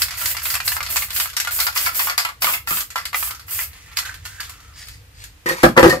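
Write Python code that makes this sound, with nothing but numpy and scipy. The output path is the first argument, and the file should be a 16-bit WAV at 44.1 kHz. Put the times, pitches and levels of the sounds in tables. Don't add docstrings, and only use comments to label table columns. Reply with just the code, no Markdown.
import sys
import numpy as np
from scipy import signal
from scipy.fft import rfft, irfft
from scipy.io import wavfile
from scipy.ndimage import uniform_filter1d, map_coordinates

SR = 44100
rng = np.random.default_rng(int(sys.argv[2]) if len(sys.argv) > 2 else 0)


def wrap_up_sound(samples):
    columns = np.atleast_2d(samples).T
    tamed = np.clip(columns, -1, 1)
    steps = np.round(tamed * 32767).astype(np.int16)
    wavfile.write(sys.argv[1], SR, steps)


N = 264600

# frequency in Hz, relative density in dB per Hz.
HUM_SPECTRUM = [(12, -56), (20, -35), (47, -7), (68, -5), (93, -6.5), (129, -16), (232, -34), (299, -26),
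                (373, -39), (479, -26.5), (536, -36), (2100, -32), (11800, -43.5), (14400, -40),
                (15600, -77)]
# time in seconds, level in dB.
RUMBLE_SWELL = [(0, -41.5), (.99, -42.5), (1.46, -48), (1.55, -42.5), (1.65, -46), (2.32, -49.5),
                (2.75, -45), (2.88, -50), (3.0, -48), (3.45, -46.5), (3.61, -42), (4.0, -46.5), (4.23, -42),
                (4.51, -48), (5.01, -41), (5.14, -49.5), (5.22, -41), (5.45, -51.5)]
# frequency in Hz, likeness (clipped to 0-1 in use).
LIKENESS = [(60, 0.97), (240, 0.94), (950, 0.08), (3770, -2.2), (15000, -0.04)]
# frequency in Hz, t60 in seconds.
ROOM_DECAY = [(200, 0.26), (500, 0.13), (1000, 0.15), (4000, 0.19), (12000, 0.18)]
# time in seconds, lead of the left port in ms, left-right level in dB.
PLACE = [(0, -0.032, -2), (.75, 0.03, -1), (1.25, 0.085, -1), (1.75, 0.2, 0), (2.3, 0.25, 0),
         (2.6, 0.18, 0), (2.9, 0.15, -1), (3.251, -0.088, -1.3), (3.75, -0.07, -0.5), (4.1, -0.05, -2.5),
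         (4.751, -0.057, 0), (5.1, 0.37, 2), (5.55, 0.32, 1.5), (5.7, 0.25, 1), (6, 0.13, 3.5)]
# start in seconds, relative level at the onset in dB.
BUMPS = [(2.713, -22), (5.647, -8.5)]
# start, rise and hold in seconds,
# relative level in dB, drift over the hold in dB, brightness 0-1, whistle in dB against the soft noise.
RUBS_AND_JOLTS = [(3.66, 0.055, 0.27, -50, 0.5, 0.1, -40), (3.96, 0.018, 0.064, -23.5, -21, 0.47, -40),
                  (4.05, .01, 0.09, -34.5, -14, .1, -40), (4.17, .01, .07, -54, 1, 0, -40),
                  (4.244, 0.011, .04, -31.5, -13, 0.57, -40), (4.29, .01, .1, -42, -3.5, .4, -40),
                  (4.396, .01, 0.075, -35.5, -11, 0.2, -40), (4.486, 0.01, 0.03, -42, -13, 0.9, -40),
                  (4.53, .01, 0.16, -50.5, -2.5, 0.16, -40), (4.72, 0.06, .16, -41.5, -6, 0.23, -4),
                  (5.14, 0.082, .01, -42, -4, 0.1, -3)]
# frequency in Hz, relative density in dB per Hz.
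SOFT_SPECTRUM = [(350, -58), (600, -24), (1120, -12.5), (1460, -9), (1580, -11), (1760, -2.5), (3630, -8),
                 (4770, -9), (6010, -7.5), (6620, -4.5), (15600, -18.5)]
# start, rise and hold in seconds, relative level in dB,
# drift over the hold in dB, singing pitch in Hz, climb in Hz per second.
ROLLS = [(3.28, 0.019, 0.12, -33, -14, 1390, 0), (4.03, .026, 0.1, -28, -12, 1460, 1500),
         (4.25, 0.011, 0.13, -40, -1, 1450, 1300), (4.394, 0.0092, 0.042, -28.5, -15, 1630, 0),
         (4.47, .01, 0.25, -48, -3, 1330, -200)]
# start, rise and hold in seconds, relative level in dB,
# drift over the hold in dB, gain of the gritty treble in dB.
DRAGS = [(5.459, 0.0058, 0.067, -21, 2.5, -11), (5.56, 0.0086, 0.066, -29, 2.5, -7),
         (5.63, 0.0096, .01, -3, -5, -23), (5.75, 0.017, .005, -22, 6, -24),
         (5.765, 0.013, 0.031, 7, -14.5, -30), (5.817, 0.018, 0.084, -11, -12, -10.5),
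         (5.9, 0.021, 0.051, -25, -17, -1.5)]
# frequency in Hz, relative density in dB per Hz.
WOOD_SPECTRUM = [(24, -46), (40, -41.5), (162, -27), (233, -25), (343, -16), (512, -12), (600, -33),
                 (821, -13), (912, -5), (1410, -7.5), (1510, -8), (1870, -10), (2600, -21.5), (3380, -57),
                 (5720, -120)]
# frequency in Hz, relative density in dB per Hz.
GRIT_SPECTRUM = [(1240, -22), (2100, 5), (3140, -12), (3590, -6), (3880, -5), (4180, -13), (4360, -5),
                 (7980, -10), (8680, -9), (9840, -16), (11900, -11), (14400, -20), (15600, -37)]
# start, rise and hold in seconds, relative level in dB, drift over the hold in dB.
SQUEAKS = [(5.459, 0.0044, 0.017, -20, -4.5), (5.49, 0.0067, .002, -14.5, -3), (5.77, .02, .002, -11, -5),
           (5.8, .01, .075, -29, -5), (5.893, 0.017, 0.0054, -10.5, -5), (5.925, .005, .08, -41, -4)]
# multiple of its pitch, relative level in dB.
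SQUEAK_PARTIALS = [(1, 2), (1.62, -20), (2.38, -16.5)]
# time in seconds, relative peak in dB, favoured mode in Hz,
# relative crack in dB, chatter t60 in seconds.
KNOCKS = [(5.46, -17.5, 350, -15, 0.12), (5.489, -20, 900, -3, 0.13), (5.509, -18.5, 497, -13, 0.094),
          (5.632, -14.5, 1200, -2.5, 0.032), (5.636, 6.5, 500, -24, 0.048), (5.642, 1.5, 506, -25, 0.052),
          (5.653, -11, 490, -10, .05), (5.689, -19.5, 640, -13, .059), (5.768, -9, 430, -22, .07),
          (5.777, 2.5, 410, -23.5, 0.041), (5.794, -4, 500, -15, 0.07), (5.83, 5.5, 555, -31, 0.067),
          (5.842, -2.5, 794, -32, 0.1), (5.86, -1, 376, -27, 0.042), (5.878, -14, 355, -11, 0.08),
          (5.896, -13.5, 400, -6.5, 0.16), (5.928, -13, 556, -31, 0.13)]
# frequency in Hz, relative level in dB, t60 in seconds.
TABLE_MODES = [(56, -8, 0.39), (124, -22, 0.08), (170, -5, 0.1), (260, -13, 0.062), (349, -3, 0.1),
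               (386, -5.5, 0.091), (463, -8, 0.062), (505.4, 7.5, 0.06), (562, -4, 0.09), (642, -7.5, 0.16),
               (737, -3, 0.087), (810, 1, 0.095), (1033, 14.5, 0.023), (1110, -4, 0.043), (1225, 19, 0.021),
               (1380, -2, 0.055), (1630, 12.5, 0.031)]
# frequency in Hz, relative density in dB per Hz.
CRACK_SPECTRUM = [(880, -31), (1500, -7.5), (3730, -11.5), (4590, -7), (5860, -12.5), (8100, -11),
                  (9110, -17.5), (11800, -8), (15600, -22)]
# time in seconds,
# relative peak in dB, favoured mode in Hz, relative crack in dB, chatter t60 in seconds.
STRIKES_AND_SNAPS = [(.019, -14.5, 2260, 6.5, 0.077), (.084, -21, 2480, -6, .13),
                     (.108, -18.5, 2770, -5, 0.23), (.214, -12, 1150, -12, 0.067),
                     (.258, -15.5, 2080, 3, 0.09), (.348, -16.5, 2790, -15, .12),
                     (.368, -13.5, 1380, -6, 0.064), (.398, -32.5, 1760, 4, 0.11),
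                     (.439, -36, 2450, -3, .12), (.455, -8.5, 1720, -10, 0.12), (.502, -20, 2140, 3, 0.15),
                     (.541, -14.5, 1750, -1.5, .15), (.553, -9, 2100, -7, 0.071),
                     (.562, -16, 1100, -15, 0.089), (.603, -8.5, 2780, -14.5, .09),
                     (.678, -10.5, 1800, 0, 0.066), (.72, -9, 2480, -12, .11), (.767, -6, 1300, -16, .079),
                     (.806, -6, 1250, -19, 0.056), (.829, -17, 1200, -2, 0.078),
                     (.864, -22, 2840, -2, 0.067), (.904, -23.5, 2200, -1, .11), (.96, -6, 977, -11, 0.056),
                     (.967, -10.5, 2320, 0, .1), (1.023, -11, 2480, -12.5, 0.067),
                     (1.085, -28, 1410, -6, .12), (1.105, -19, 2220, -2.5, 0.15),
                     (1.163, -15, 2460, -1.5, 0.14), (1.2, -11, 1700, -1.5, 0.13),
                     (1.258, -14, 1190, -13, 0.064), (1.301, -32, 2440, 3.5, 0.097),
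                     (1.367, -14, 1700, 1.5, 0.16), (1.401, -13.5, 2340, 1, 0.12),
                     (1.449, -14.5, 1300, -8.5, 0.073), (1.473, -7.5, 1390, -14, .093),
                     (1.509, -17, 1390, -8, 0.13), (1.589, -13.5, 1120, -9, 0.18),
                     (1.602, -9, 2430, -2.5, 0.18), (1.668, -3, 1200, -11.5, 0.084),
                     (1.762, -7.5, 2380, -13, 0.15), (1.775, -15, 2120, 3.5, 0.094),
                     (1.858, -18.5, 2590, -4, 0.16), (1.863, -5, 1390, -12.5, 0.19),
                     (1.961, -34, 2010, -9, 0.11), (1.994, -4.5, 2700, -12.5, 0.094),
                     (1.999, -7.5, 1000, -20, 0.11), (2.072, -5.5, 1200, -18, 0.11),
                     (2.098, -4.5, 1310, -12.5, .13), (2.179, -7, 1350, -1.5, 0.19),
                     (2.25, -6, 1390, -13, 0.091), (2.289, -14, 1110, -15.5, 0.11),
                     (2.421, -5.5, 1050, -7, 0.072), (2.43, -8, 2250, -15, 0.12),
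                     (2.445, -0.5, 1010, -12, 0.06), (2.47, -3, 1100, -22, 0.11),
                     (2.488, -4.5, 1010, -25, 0.14), (2.537, -7, 2410, -14.5, 0.15),
                     (2.674, -9.5, 1480, -13, 0.12), (2.708, -5, 1280, -18, 0.15),
                     (2.771, -11.5, 1200, -12, 0.12), (2.807, -19, 1390, 0.5, 0.1),
                     (2.904, -30, 2660, 2, .16), (2.958, -4, 1200, -17.5, 0.13),
                     (2.979, -15.5, 1420, -10, 0.23), (3.054, -19, 2440, 0.5, 0.12),
                     (3.131, -11.5, 1980, -19, 0.068), (3.145, -4, 1950, -19.5, 0.057),
                     (3.227, -10, 1010, -13, 0.058), (3.274, -21, 1800, -20, .088),
                     (3.308, -19.5, 1440, -2.5, 0.096), (3.349, -32.5, 1340, 0.5, 0.17),
                     (3.396, -31.5, 1410, -2.5, .2), (3.482, -24.5, 2050, -13, 0.2),
                     (3.591, -11, 2030, -17, 0.062), (3.61, -19, 2120, -10.5, 0.22),
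                     (3.732, -33, 2300, -7, 0.26), (3.881, -33.5, 1850, -20, 0.26),
                     (3.916, -30.5, 1750, -15, 0.16), (3.971, -11, 2490, -2.5, 0.069),
                     (3.988, -12.5, 2200, -2, 0.078), (4.027, -23, 1350, -14, .12),
                     (4.053, -24.5, 1540, -3.5, 0.18), (4.072, -26, 1530, -16, .1),
                     (4.092, -25, 1770, -17, 0.21), (4.142, -30, 1460, -2, 0.15),
                     (4.253, -25, 1440, -2.5, 0.16), (4.404, -19, 1700, -2.5, 0.067),
                     (4.431, -25, 1670, -6, 0.27), (4.495, -29, 1320, 0, .12), (4.885, -35, 2960, 5, 0.062),
                     (5.24, -34.5, 2870, 4.5, 0.14)]
# from and to in seconds, taps per second, relative floor in dB.
TICKS = [(0, 2.1, 45, -31), (3.65, 3.95, 20, -44.5), (4.2, 4.65, 10, -42)]
# frequency in Hz, relative level in dB, t60 in seconds.
CAN_MODES = [(667, 6, 0.0071), (905, -49, 0.061), (1010, -23, 0.022), (1110, -2, 0.036), (1200, -2.5, 0.03),
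             (1300, 1, 0.013), (1390, 1.5, 0.06), (1500, -16, 0.023), (1720, 2.5, 0.023),
             (1860, 0.5, 0.014), (2080, 6.5, 0.027), (2250, 1, 0.026), (2460, 4, 0.024), (2780, 2.5, 0.03),
             (3300, -0.5, 0.018)]
# start, rise and hold in seconds, relative jet level in dB,
# drift over the hold in dB, gain of the lower hiss in dB, gain of the rush on the canvas in dB.
BURSTS = [(-.02, 0.018, 0.034, -24, 4.5, 4, 2), (.155, 0.022, .14, -26.5, 5.5, 3.5, -1.5),
          (.405, 0.03, 0.11, -25, 1.5, 0.5, -1), (.625, 0.036, 0.093, -22, -4.5, -1, 0),
          (.875, .03, 0.14, -23, -3, -1.5, -1.5), (1.1, 0.054, 0.088, -20.5, -3.5, 0, -1),
          (1.5, 0.018, 0.14, -22.5, 0, -3.5, 1), (1.735, 0.022, 0.12, -22, -0.5, 3.5, 1),
          (1.92, .035, 0.12, -20, -3, -0.5, 3), (2.405, 0.021, 0.12, -19.5, -3, 1.5, 5.5),
          (2.665, 0.02, 0.12, -22, -0.5, 1.5, 2), (3.125, 0.032, 0.13, -22.5, -3.5, 0.5, -2.5),
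          (3.465, 0.051, .12, -23.5, -1.5, 0.5, -5)]
# frequency in Hz, relative density in dB per Hz.
JET_SPECTRUM = [(180, -66.5), (300, -28.5), (796, -16.5), (1050, -11.5), (1350, -10.5), (2840, -7.5),
                (4020, -12.5), (4990, -6.5), (5510, -10.5), (8200, -2.5), (9830, -6.5), (12000, 3),
                (15600, -0.5)]
# frequency in Hz, relative density in dB per Hz.
CANVAS_SPECTRUM = [(90, -32), (160, 1.5), (250, -2.5), (450, -6), (650, 6.5), (1000, -32)]

HUM_DB = -44.5
BUMP_HZ, BUMP_T60_S = 120, 0.02
WHISTLE_HZ, WHISTLE_SAG_HZ_PER_S, WHISTLE_FROM_S = 4900, 900, 4.76
SQUEAK_HZ = 1856
CANVAS_DB = -31
SOFT_FOOT_DB, SOFT_FADE_DB_PER_S = 19, 260
ROLL_FOOT_DB, ROLL_FADE_DB_PER_S = 12, 500
DRAG_FOOT_DB, DRAG_FADE_DB_PER_S = 13.5, 600
SQUEAK_FOOT_DB, SQUEAK_FADE_DB_PER_S = 28, 1300
VALVE_FOOT_DB, VALVE_SHUT_DB_PER_S = 25.5, 600
CLIP_LEVEL, EDGE_HZ = .98, 15700


def amp(db):
    return 10 ** (np.asarray(db) / 20)


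def evened(x):
    return x / np.sqrt(np.mean(x ** 2) + 1e-20)


def read(points, hz):
    f, value = np.transpose(points)
    return np.interp(np.log(hz + 1), np.log(f + 1), value)


def add(mix, s, sound):
    part = mix[..., round(s * SR):][..., :sound.shape[-1]]
    part += sound[..., :part.shape[-1]]


def coloured(x, points, tilt_db=0):
    hz = np.fft.rfftfreq(x.shape[-1], 1 / SR)
    gain_db = read(points, hz) + tilt_db * np.log2((hz + 50) / 5000)
    return evened(irfft(rfft(x) * amp(gain_db), x.shape[-1]))


def grainy(rough_db, size):
    wander = evened(uniform_filter1d(rng.standard_normal(N), size))
    return rng.standard_normal(N) * amp(rough_db * wander)


def gestures(rows, foot_db, fade_db_per_s):
    start, rise, hold, level_db, drift_db = np.array(rows).T[:5, :, None]
    t = np.arange(N) / SR - start
    rise, hold = np.maximum(rise, .001), np.maximum(hold, .001)
    shape_db = drift_db * np.clip((t - rise) / hold, 0, 1)
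    shape_db -= foot_db * np.clip(1 - t / rise, 0, 1)
    shape_db -= fade_db_per_s * np.maximum(t - rise - hold, 0)
    gain = amp(level_db + shape_db) * (t >= 0)
    return np.sqrt((gain ** 2).sum(0)), np.array(rows)[gain.argmax(0)].T


def sung(hz, width_hz):
    turn = np.exp(2j * np.pi * np.cumsum(hz) / SR)
    r = np.exp(-np.pi * width_hz / SR)
    still = signal.lfilter([1], np.convolve([1, -r], [1, -r]), grainy(5.0, size=150) / turn)
    return evened((turn * still).real)


def partly_alike(left, other, hz_likeness):
    return np.array([left, hz_likeness * left + np.sqrt(1 - hz_likeness ** 2) * other])


def hum():
    left, other = rfft(rng.standard_normal((2, N)))
    likeness = np.clip(read(LIKENESS, np.fft.rfftfreq(N, 1 / SR)), 0, 1)
    x = amp(HUM_DB) * coloured(irfft(partly_alike(left, other, likeness), N), HUM_SPECTRUM)
    low = signal.sosfiltfilt(signal.butter(2, 180, fs=SR, output="sos"), x)
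    swell_db = np.interp(np.arange(N) / SR, *np.transpose(RUMBLE_SWELL))
    return x + (amp(swell_db - HUM_DB) - 1) * low


def room(x):
    taps = np.zeros((2, SR // 2))
    at = np.arange(100, SR // 2 - 20, 20) + rng.integers(0, 20, (2, (SR // 2 - 101) // 20))
    np.put_along_axis(taps, at, rng.choice([-1., 1.], at.shape), 1)
    hz, t, bands = signal.stft(taps, SR, nperseg=256)
    likeness = np.clip(read(LIKENESS, hz), 0, 1)[:, None]
    bands = partly_alike(bands[0], bands[1], likeness)
    decay = amp(-60 * t / read(ROOM_DECAY, hz)[:, None])
    tail = signal.istft(bands * decay, SR, nperseg=256)[1]
    return signal.fftconvolve(x[None], tail / np.linalg.norm(tail[0]), axes=1)[:, :N]


def ports(x):
    s, *columns = np.transpose(PLACE)
    n = np.arange(N)
    lead_ms, pan_db = (np.interp(n / SR, s, column) for column in columns)
    heard = []
    for port, side in enumerate((1, -1)):
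        read_at = n + side * lead_ms * SR / 2000
        heard.append(amp(side * pan_db / 2) * map_coordinates(x[port], [read_at], order=3))
    return np.array(heard)


def thump():
    t, out = np.arange(SR // 4) / SR, np.zeros(N)
    turns = BUMP_HZ * t * (1 + 0.93 * np.exp(-t / 0.0073))
    for s, db in BUMPS:
        add(out, s, amp(db - 60 * t / BUMP_T60_S) * np.sin(2 * np.pi * turns))
    return out


def rubs_and_jolt_hiss():
    level, row = gestures(RUBS_AND_JOLTS, SOFT_FOOT_DB, SOFT_FADE_DB_PER_S)
    noise, bright = grainy(2.2, size=200), np.clip(row[5], 0, 1)
    since = np.arange(N) / SR - WHISTLE_FROM_S
    whistle = sung(WHISTLE_HZ - WHISTLE_SAG_HZ_PER_S * since, width_hz=1000)
    dull_part = (1 - bright) * coloured(noise, SOFT_SPECTRUM, -2.2)
    bright_part = bright * coloured(noise, SOFT_SPECTRUM, 5.3)
    return level * (dull_part + bright_part + amp(row[6]) * whistle)


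def drag():
    level, slide = gestures(DRAGS, DRAG_FOOT_DB, DRAG_FADE_DB_PER_S)
    wood = level * amp(-10.0) * coloured(grainy(4.0, size=300), WOOD_SPECTRUM)
    grit = level * amp(slide[5]) * coloured(grainy(1.2, size=100), GRIT_SPECTRUM)
    waver = evened(uniform_filter1d(rng.standard_normal((2, N)), size=300))
    turns = np.cumsum(SQUEAK_HZ * (1 + 0.016 * waver[0])) / SR
    tone = sum(amp(db) * np.sin(2 * np.pi * k * turns) for k, db in SQUEAK_PARTIALS)
    squeak_level = gestures(SQUEAKS, SQUEAK_FOOT_DB, SQUEAK_FADE_DB_PER_S)[0]
    return wood + grit + np.sqrt(2) * squeak_level * amp(1.5 * waver[1]) * tone


def blows(events, modes, focus, loose, wide, chatter_db, crack_db, crack_hz, trim_db, thin_hz, size):
    out, t = np.zeros((2, N)), np.arange(6000) / SR
    hz, db, t60 = np.transpose(modes)[:, :, None]
    fading = amp(db - 60 * t[:size] / t60)
    chance = rng.standard_normal((len(events), 3 * len(modes)))
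    noise = rng.standard_normal((len(events), 3, len(t)))
    centre_hz, bins = crack_hz * 2 ** (0.41 * chance[:, :1, None]), np.fft.rfftfreq(len(t), 1 / SR)
    bump_db = 5.0 * np.exp(-(np.log2((bins + 1) / centre_hz) / 0.29) ** 2)
    hiss = irfft(rfft(noise[:, 1:]) * amp(read(CRACK_SPECTRUM, bins) + bump_db), len(t))
    end = signal.windows.tukey(2 * len(t), .3)[len(t):]
    for event, draw, shake, fizz in zip(events, chance, noise[:, 0], hiss):
        s, peak_db, near_hz, treble_db, chatter_t60 = event
        detune, spread, slant = draw.reshape(3, -1, 1)
        weight_db = 2.2 * spread - focus * np.minimum(abs(np.log2(hz / near_hz)), 1.2)
        swing = amp(weight_db) * fading * np.exp(2j * np.pi * hz * (1 + loose * detune) * t[:size])
        ring = (np.exp(1j * wide * np.outer([1, -1], slant)) @ swing).imag
        dying = amp(-60 * t / np.clip(chatter_t60, .02, .4))
        chatter = amp(chatter_db) * dying * shake ** 3
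        force = chatter + (t == 0)
        ring = signal.fftconvolve(force[None], ring, axes=1)[:, :len(t)]
        crack_fade = dying + 0.97 * amp(-60 * t / 0.036)
        crack = amp(treble_db + crack_db) * crack_fade * evened(fizz[0] + 5.4 * fizz)
        add(out, s - .0003, amp(peak_db + trim_db) * end * (ring / abs(ring).max() + crack))
    return signal.sosfilt(signal.butter(4, thin_hz, "high", fs=SR, output="sos"), out)


def table_knocks():
    return blows(KNOCKS, TABLE_MODES, focus=14.6, loose=.01, wide=0.6, chatter_db=-34.0, crack_db=-8.5,
                 crack_hz=3140, trim_db=6.0, thin_hz=62.0, size=6000)


def roll():
    level, row = gestures(ROLLS, ROLL_FOOT_DB, ROLL_FADE_DB_PER_S)
    since = np.clip(np.arange(N) / SR - row[0], 0, .3)
    return amp(-4.5) * level * sung(row[5] + row[6] * since, width_hz=280)


def ticks():
    rows = []
    for start, stop, per_s, db in TICKS:
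        for when, strength, place in rng.random((round(per_s * (stop - start)), 3)):
            s = start + (stop - start) * when
            rows.append((s, db + 8 * strength, 1000 + 1800 * place, -4.5, .1))
    return rows


def ball_and_snaps():
    return blows(STRIKES_AND_SNAPS + ticks(), CAN_MODES, focus=7.6, loose=0.034, wide=0.68, chatter_db=-33.5,
                 crack_db=-5.5, crack_hz=4740, trim_db=-1.5, thin_hz=766, size=2200)


def spray():
    core, *edge = (grainy(2.8, size=40) for part in range(3))
    jet = coloured(core + 2.0 * np.array(edge), JET_SPECTRUM)
    low = signal.sosfilt(signal.butter(2, 8000, fs=SR, output="sos"), jet)
    level, press = gestures(BURSTS, VALVE_FOOT_DB, VALVE_SHUT_DB_PER_S)
    rush = amp(CANVAS_DB + press[6]) * coloured(grainy(4.5, size=600), CANVAS_SPECTRUM)
    fuller = (amp(press[5]) - 1) * low
    return amp(1.0) * uniform_filter1d(level, size=90) * (jet + rush + fuller)


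def scene():
    strikes = ball_and_snaps()
    knocks = table_knocks()
    soft = rubs_and_jolt_hiss() + roll()
    steady = spray() + soft + thump()
    table = knocks + drag()
    to_room = amp(-2.5) * steady[0] + amp(-5) * strikes[0] + amp(-3.5) * table[0]
    return ports(steady + strikes + table) + room(to_room) + hum()


def record(dry):
    hz = np.fft.rfftfreq(N, 1 / SR)
    tilt_db = np.array([[-1.2], [1.2]]) * read([(8000, 0.063), (12000, 0.41)], hz)
    x = irfft(rfft(dry) * amp(tilt_db), N)
    x = np.clip(x, -CLIP_LEVEL, CLIP_LEVEL)
    band_limit = signal.firwin(511, EDGE_HZ, window=("kaiser", 9), fs=SR)
    return signal.oaconvolve(x, band_limit[None], "same")


dry = scene()
out = record(dry)
wrap_up_sound(out)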